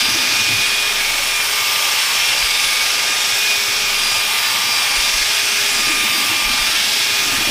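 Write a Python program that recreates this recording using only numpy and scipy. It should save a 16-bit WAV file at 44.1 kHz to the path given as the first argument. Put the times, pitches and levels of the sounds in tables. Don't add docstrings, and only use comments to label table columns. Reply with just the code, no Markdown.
import sys
import numpy as np
from scipy import signal
from scipy.fft import irfft
from scipy.io import wavfile

SR = 44100
rng = np.random.default_rng(int(sys.argv[2]) if len(sys.argv) > 2 else 0)


def master(y):
    cut = np.clip(np.atleast_2d(y).T, -1, 1)
    pcm = np.round(cut * 32767)
    wavfile.write(sys.argv[1], SR, pcm.astype(np.int16))


N = 330750

# (time [s], speed [turns per s])
ROTOR_SPEED = [(0.0, 399.9), (0.25, 407.7), (0.6, 408.5), (0.8, 409.6), (1.05, 402.3), (1.3, 403.1),
               (1.5, 397.0), (1.55, 396.9), (1.75, 401.2), (2.05, 395.8), (2.3, 401.1), (2.55, 399.7),
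               (2.7, 404.3), (2.8, 405.8), (3.1, 404.6), (3.3, 409.4), (3.45, 409.7), (4.4, 401.6),
               (4.6, 397.0), (4.7, 399.0), (4.95, 396.8), (5.3, 408.6), (5.5, 406.5), (5.65, 409.0),
               (5.8, 406.8), (6.15, 399.6), (6.55, 397.4), (6.6, 398.4), (6.85, 408.5), (7.25, 407.7),
               (7.45, 404.2)]
# (time [s], laps of the bowl [turns])
BOWL_LAP = [(0.0, 0.04), (0.7, 0.29), (1.85, 0.64), (2.7, 1.02), (3.45, 1.16), (4.55, 1.66), (5.2, 2.04),
            (5.95, 2.43), (6.65, 3.01), (7.5, 3.43)]
BRUSH_PER_ROTOR = .0566

STRONG_ORDERS = (5.547, 3, 6, 9, 12)
# (time [s], level [dB])
GEAR_MESH_LEVEL = [(0.0, -37), (0.65, -28.8), (0.9, -40.8), (1.05, -25), (1.4, -37), (1.6, -28), (2.2, -49),
                   (2.4, -30.8), (2.8, -26), (3.0, -47), (3.6, -28.5), (4.2, -36.5), (6.0, -34.7),
                   (6.25, -47.9), (6.6, -33.5), (7.05, -33), (7.45, -41)]
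# (time [s], level [dB])
COMMUTATOR_3 = [(0, -36.5), (.6, -39.5), (1.3, -36.5), (1.84, -30), (1.96, -36), (3.2, -33.5),
                (3.36, -41.5), (4.1, -33.5), (4.55, -33), (5.1, -35.5), (5.54, -40.5), (5.83, -31.5),
                (6.6, -32), (6.85, -45), (7.3, -32.5), (7.5, -36)]
# (time [s], level [dB])
COMMUTATOR_6 = [(0.0, -28.5), (0.65, -22), (1.25, -32), (1.35, -21.5), (1.5, -33), (2.0, -33),
                (2.25, -26.5), (2.75, -31.4), (3.25, -29.8), (3.5, -21), (3.65, -30.5), (4.25, -24.5),
                (4.55, -38.9), (4.7, -26), (5.3, -31.3), (5.65, -27.5), (6.05, -23.5), (6.25, -42),
                (6.35, -23.5), (6.6, -26.8), (6.9, -40.0), (7.15, -23), (7.3, -31.2), (7.45, -25.1)]
# (time [s], level [dB])
COMMUTATOR_9 = [(0.0, -30), (1.65, -36.5), (1.8, -42.2), (2.5, -33.5), (2.55, -29.8), (2.95, -38),
                (3.1, -29.5), (4.85, -39), (4.9, -42), (5.05, -27), (5.2, -37.1), (5.75, -46), (5.8, -32),
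                (6.15, -27.5), (6.5, -42), (6.6, -27.5), (6.95, -38), (7.45, -36)]
# (time [s], level [dB])
COMMUTATOR_12 = [(0.0, -27.5), (1.3, -41), (1.4, -34), (1.6, -29.9), (2.25, -35.7), (2.45, -26.5),
                 (2.75, -34.3), (3.55, -34), (3.75, -37), (4.1, -23), (4.35, -35), (4.4, -28.1),
                 (5.05, -26), (5.5, -37.4), (5.6, -30), (5.85, -30), (6.0, -49), (6.15, -26), (6.3, -40),
                 (6.4, -32), (6.75, -30), (7.45, -35.3)]

FACING_ORDERS = (1, 13.633, 24, 2.773, 4)
# (mean [dB], swing once a lap [dB], where highest [turn],
# swing twice a lap [dB], where highest [turn])
FACING_LEVELS = [(-48.5, 6.4, 0.3, 1.2, 0.19), (-37, 2.1, 0.81, .6, 0.44), (-41.5, 2.7, 0.67, 3.4, 0.47),
                 (-45, 4, 0.66, .5, 0.22), (-42, 4.5, .12, .5, .1)]
FACING_WAVER_DB = 1
# (multiple of rotor speed, level before a 2 dB cut and chance fading [dB])
FAINT_WHINES = [(2.07, -46), (7.781, -40), (8.086, -39.5), (8.141, -39.5), (8.32, -41), (10.867, -43),
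                (13, -42), (15, -42), (18, -45), (19, -46), (21, -42), (27, -45), (30, -46), (31, -49),
                (33, -46),]

# (mean [dB], swing once a lap [dB], where highest [turn], swing twice a lap [dB], where highest [turn])
ROAR_BY_PLACE = [(-21, 0.14, 0.66, 0.14, 0.23), (-0.5, 2.3, 0.76, 0.24, .06),
                 (-0.04, 0.91, 0.14, 0.13, .21)]
# (frequency [Hz], density [dB per Hz])
ROAR_SPECTRUM = [(40, -40), (160, -19.5), (300, -23), (450, -13), (900, -6.5), (1900, -5.5), (2500, -3.5),
                 (4000, -3), (5500, -5.5), (6900, -9.5), (10000, -11.5), (12500, -18.5), (15300, -17)]
# (frequency [Hz], width [Hz], gain on top [dB])
SHELL_MODES = [(900, 59, 4), (1695, 160, 2.5), (2192, 130, 4.5), (2595, 480, 5.5), (3255, 180, 3),
               (5410, 250, 6.5)]
# (mean [dB], swing once a lap [dB], where highest [turn], swing twice a lap [dB], where highest [turn])
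OFF_CENTRE = [(-49, 4.3, 0.25, 8, 0.427), (0.72, 0.19, .02, 0.32, .46)]
VENT_DB, VENT_TURN, VENT_SPREAD_TURN = -33, 0.62, 0.15

# (time [s], slosh [dB], deep slosh near 110 Hz [dB], low rumble [dB])
WATER_AND_RUMBLE = [(0, -33.5, -42, -52), (.58, -34, -34, -49), (.7, -41, -48.5, -51),
                    (1.7, -47.5, -47, -57), (2.6, -46.5, -48.5, -48), (3.2, -45.5, -47, -55),
                    (5.1, -43, -46.5, -55), (5.6, -44.5, -43.5, -50), (5.85, -33.5, -43, -55),
                    (6.5, -36.5, -42.5, -52), (6.9, -42, -50, -49), (7.2, -39, -41, -56),
                    (7.5, -29, -36, -53)]
# (frequency [Hz], width of the first filter [Hz], relative level [dB])
BOWL_MODES = [(214, 38, -1.5), (264.6, 27, -3.5), (319.5, 66, -1)]
DEEP_HZ, DEEP_WIDTH_HZ = 103, 30
# (time, about 2 ms after the envelope peak [s], peak before a 9.5 dB cut [dB], pitch [Hz])
LOUD_GULPS = [(0.159, -19, 320), (0.516, -22, 315), (5.768, -25, 242), (5.905, -15, 319), (6.005, -25, 228),
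              (6.321, -21, 324), (6.509, -22, 233), (6.735, -24, 310), (7.263, -26, 312), (7.336, -19, 270)]
# (time of peak [s], peak level [dB])
SOFT_THUDS = [(2.443, -26), (4.991, -23), (5.151, -25), (5.218, -29), (6.468, -23), (6.509, -27.5),
              (6.622, -26), (6.692, -32)]
CUTOFF_HZ = 15330


def whine(rotor, fade_db, flicker_db, jitter_rad):
    angle = rotor + jitter_rad * drift(23)
    orders = STRONG_ORDERS + FACING_ORDERS
    start = rng.uniform(0, 2 * np.pi, len(FAINT_WHINES) + len(orders))
    curves = (GEAR_MESH_LEVEL, COMMUTATOR_3, COMMUTATOR_6, COMMUTATOR_9, COMMUTATOR_12)
    strong = [in_time(curve)[0] for curve in curves]
    facing = [db + FACING_WAVER_DB * drift(2.5) for db in round_bowl(FACING_LEVELS)]
    out = np.zeros(N)
    for order, db, phase in zip(orders, strong + facing, start):
        flicker = flicker_db * np.sqrt(order) * drift(8)
        geared = order % 1 > 0
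        pulse = geared * 3 * throb(rotor)
        out += from_db(db + flicker + pulse) * np.sin(order * angle + phase)
    for (order, db), phase in zip(FAINT_WHINES, start[::-1]):
        out += from_db(db - 2 + fade_db * drift(5)) * np.sin(order * angle + phase)
    return np.sqrt(2) * out


def roar(rotor, patchy_db):
    level_db, low_lift_db, high_lift_db = round_bowl(ROAR_BY_PLACE)
    planet_db = .5 * np.cos(8 * BRUSH_PER_ROTOR * rotor)
    commutator_db = 0.37 * np.cos(3 * rotor)
    beat_db = throb(rotor)
    edges = 40 * 2 ** (np.arange(27) / 3)
    grain = rng.standard_normal((2, N))
    grain = grain + from_db(-4) * chatter(rotor, fade_db=4, count=10)
    hz_at, db_at = np.transpose(ROAR_SPECTRUM)
    out, neighbour = np.zeros(N), drift(1.2)
    for k, (low, high) in enumerate(zip(edges, edges[1:])):
        hz = np.sqrt(low * high)
        own = drift(1.07)
        db = np.interp(np.log(hz), np.log(hz_at), db_at)
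        db = db + patchy_db * (own + neighbour) + 0.75 * drift(15.6)
        db += nearness(hz, 980, 0.06) * low_lift_db
        db += nearness(hz, 5460, 0.64) * high_lift_db
        db += nearness(hz, 2820, 3.8) * beat_db
        out += from_db(db) * band(grain[k % 2], low, high)
        neighbour = own
    out = out + sum((from_db(db) - 1) * resonance(out, hz, width_hz) for hz, width_hz, db in SHELL_MODES)
    return from_db(level_db + planet_db + commutator_db + 3.5) * rms_one(out) + vent_hiss()


def nearness(hz, centre_hz, spread):
    return np.exp(-np.log2(hz / centre_hz) ** 2 / spread)


def throb(rotor):
    turn = BRUSH_PER_ROTOR * rotor - 1.6
    return round_bowl(OFF_CENTRE)[1] * (np.cos(turn) + 0.54 * np.cos(2 * turn))


def chatter(rotor, fade_db, count):
    turn = BRUSH_PER_ROTOR * rotor / (2 * np.pi) % 1
    steps = (turn * 2 ** 15).astype(int)
    out = np.zeros(N)
    for _ in range(count):
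        chosen = rng.random(2 ** 14 + 1) < 1 / 60
        lines = chosen * np.exp(2j * np.pi * rng.random(2 ** 14 + 1))
        lines[660:] = 0
        one_turn = irfft(lines)
        out += from_db(fade_db * drift(3.0)) * one_turn[steps]
    return rms_one(out)


def vent_hiss():
    hiss = resonance(resonance(rng.standard_normal(N), 14000, 2000), 14000, 2000)
    off_turn = in_time(BOWL_LAP)[0] % 1 - VENT_TURN
    swell = from_db(VENT_DB) * np.exp(-(off_turn / VENT_SPREAD_TURN) ** 2)
    return swell * rms_one(hiss)


def water(per_s):
    slosh_db, deep_db, _ = in_time(WATER_AND_RUMBLE)
    pushes = rng.standard_normal(N) * (rng.random((4, N)) < per_s / SR) + 1e-18
    slosh = np.zeros(N)
    for push, (hz, width_hz, db) in zip(pushes, BOWL_MODES):
        slosh += from_db(db) * rms_one(ring(push, hz, width_hz))
    deep = ring(pushes[-1], DEEP_HZ, DEEP_WIDTH_HZ)
    out = from_db(slosh_db - 2.5) * rms_one(slosh) + from_db(deep_db - 3.5) * rms_one(deep)
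    seconds = np.arange(SR // 10) / SR
    age = seconds / 0.01
    for s, db, hz in LOUD_GULPS:
        at = round(s * SR - .012 * SR)
        gulp = from_db(db - 9.5) * age * np.exp(1 - age) * np.sin(2 * np.pi * hz * seconds)
        out[at:at + len(age)] += gulp[:N - at]
    return out


def ring(push, hz, width_hz):
    return resonance(resonance(push, hz, width_hz), hz, 2 * width_hz)


def rumble(rotor):
    shake = np.sqrt(2) * from_db(round_bowl(OFF_CENTRE)[0]) * np.sin(BRUSH_PER_ROTOR * rotor)
    low_noise = rms_one(band(rng.standard_normal(N), 13, 71))
    out = shake + from_db(in_time(WATER_AND_RUMBLE)[2] + 1.0) * low_noise
    u = np.arange(-2000, 2000) / SR / 0.0069
    for s, db in SOFT_THUDS:
        at = round(s * SR) - 2000
        out[at:at + len(u)] += from_db(db) * (1 - u ** 2) * np.exp(-u ** 2 / 2)
    return out


def round_bowl(rows):
    lap = 2 * np.pi * in_time(BOWL_LAP)[0]
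    return [mean + once * np.cos(lap - 2 * np.pi * at) + twice * np.cos(2 * lap - 4 * np.pi * at2)
            for mean, once, at, twice, at2 in rows]


def in_time(rows):
    s, *columns = np.transpose(rows)
    return [np.interp(np.arange(N) / SR, s, c) for c in columns]


def drift(rate_hz):
    r = np.exp(-80 * np.pi * rate_hz / SR)
    noise = rng.standard_normal(N // 40 + 2002)
    slow = signal.lfilter([1], [1, -2 * r, r * r], noise)[2000:]
    return np.interp(np.arange(N) / 40, np.arange(len(slow)), rms_one(slow - slow.mean()))


def resonance(x, hz, width_hz):
    r = np.exp(-np.pi * width_hz / SR)
    poles = [1, -2 * r * np.cos(2 * np.pi * hz / SR), r * r]
    return signal.lfilter([(1 - r * r) / 2, 0, (r * r - 1) / 2], poles, x)


def band(x, low_hz, high_hz):
    return signal.sosfilt(signal.butter(2, [low_hz, high_hz], "band", fs=SR, output="sos"), x)


def from_db(db):
    return np.exp(np.asarray(db) * (np.log(10) / 20))


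def rms_one(x):
    return x / np.sqrt(np.mean(x ** 2) + 1e-20)


def scene():
    rotor = 2 * np.pi * np.cumsum(in_time(ROTOR_SPEED)[0]) / SR
    drill = whine(rotor, fade_db=4.5, flicker_db=.45, jitter_rad=.012)
    drill = drill + roar(rotor, patchy_db=.5)
    mono = drill + water(per_s=100) + rumble(rotor)
    return np.array([mono, mono])


def record(dry):
    return signal.sosfilt(signal.ellip(14, .3, 75, CUTOFF_HZ, fs=SR, output="sos"), dry)


dry = scene()
out = record(dry)
master(out)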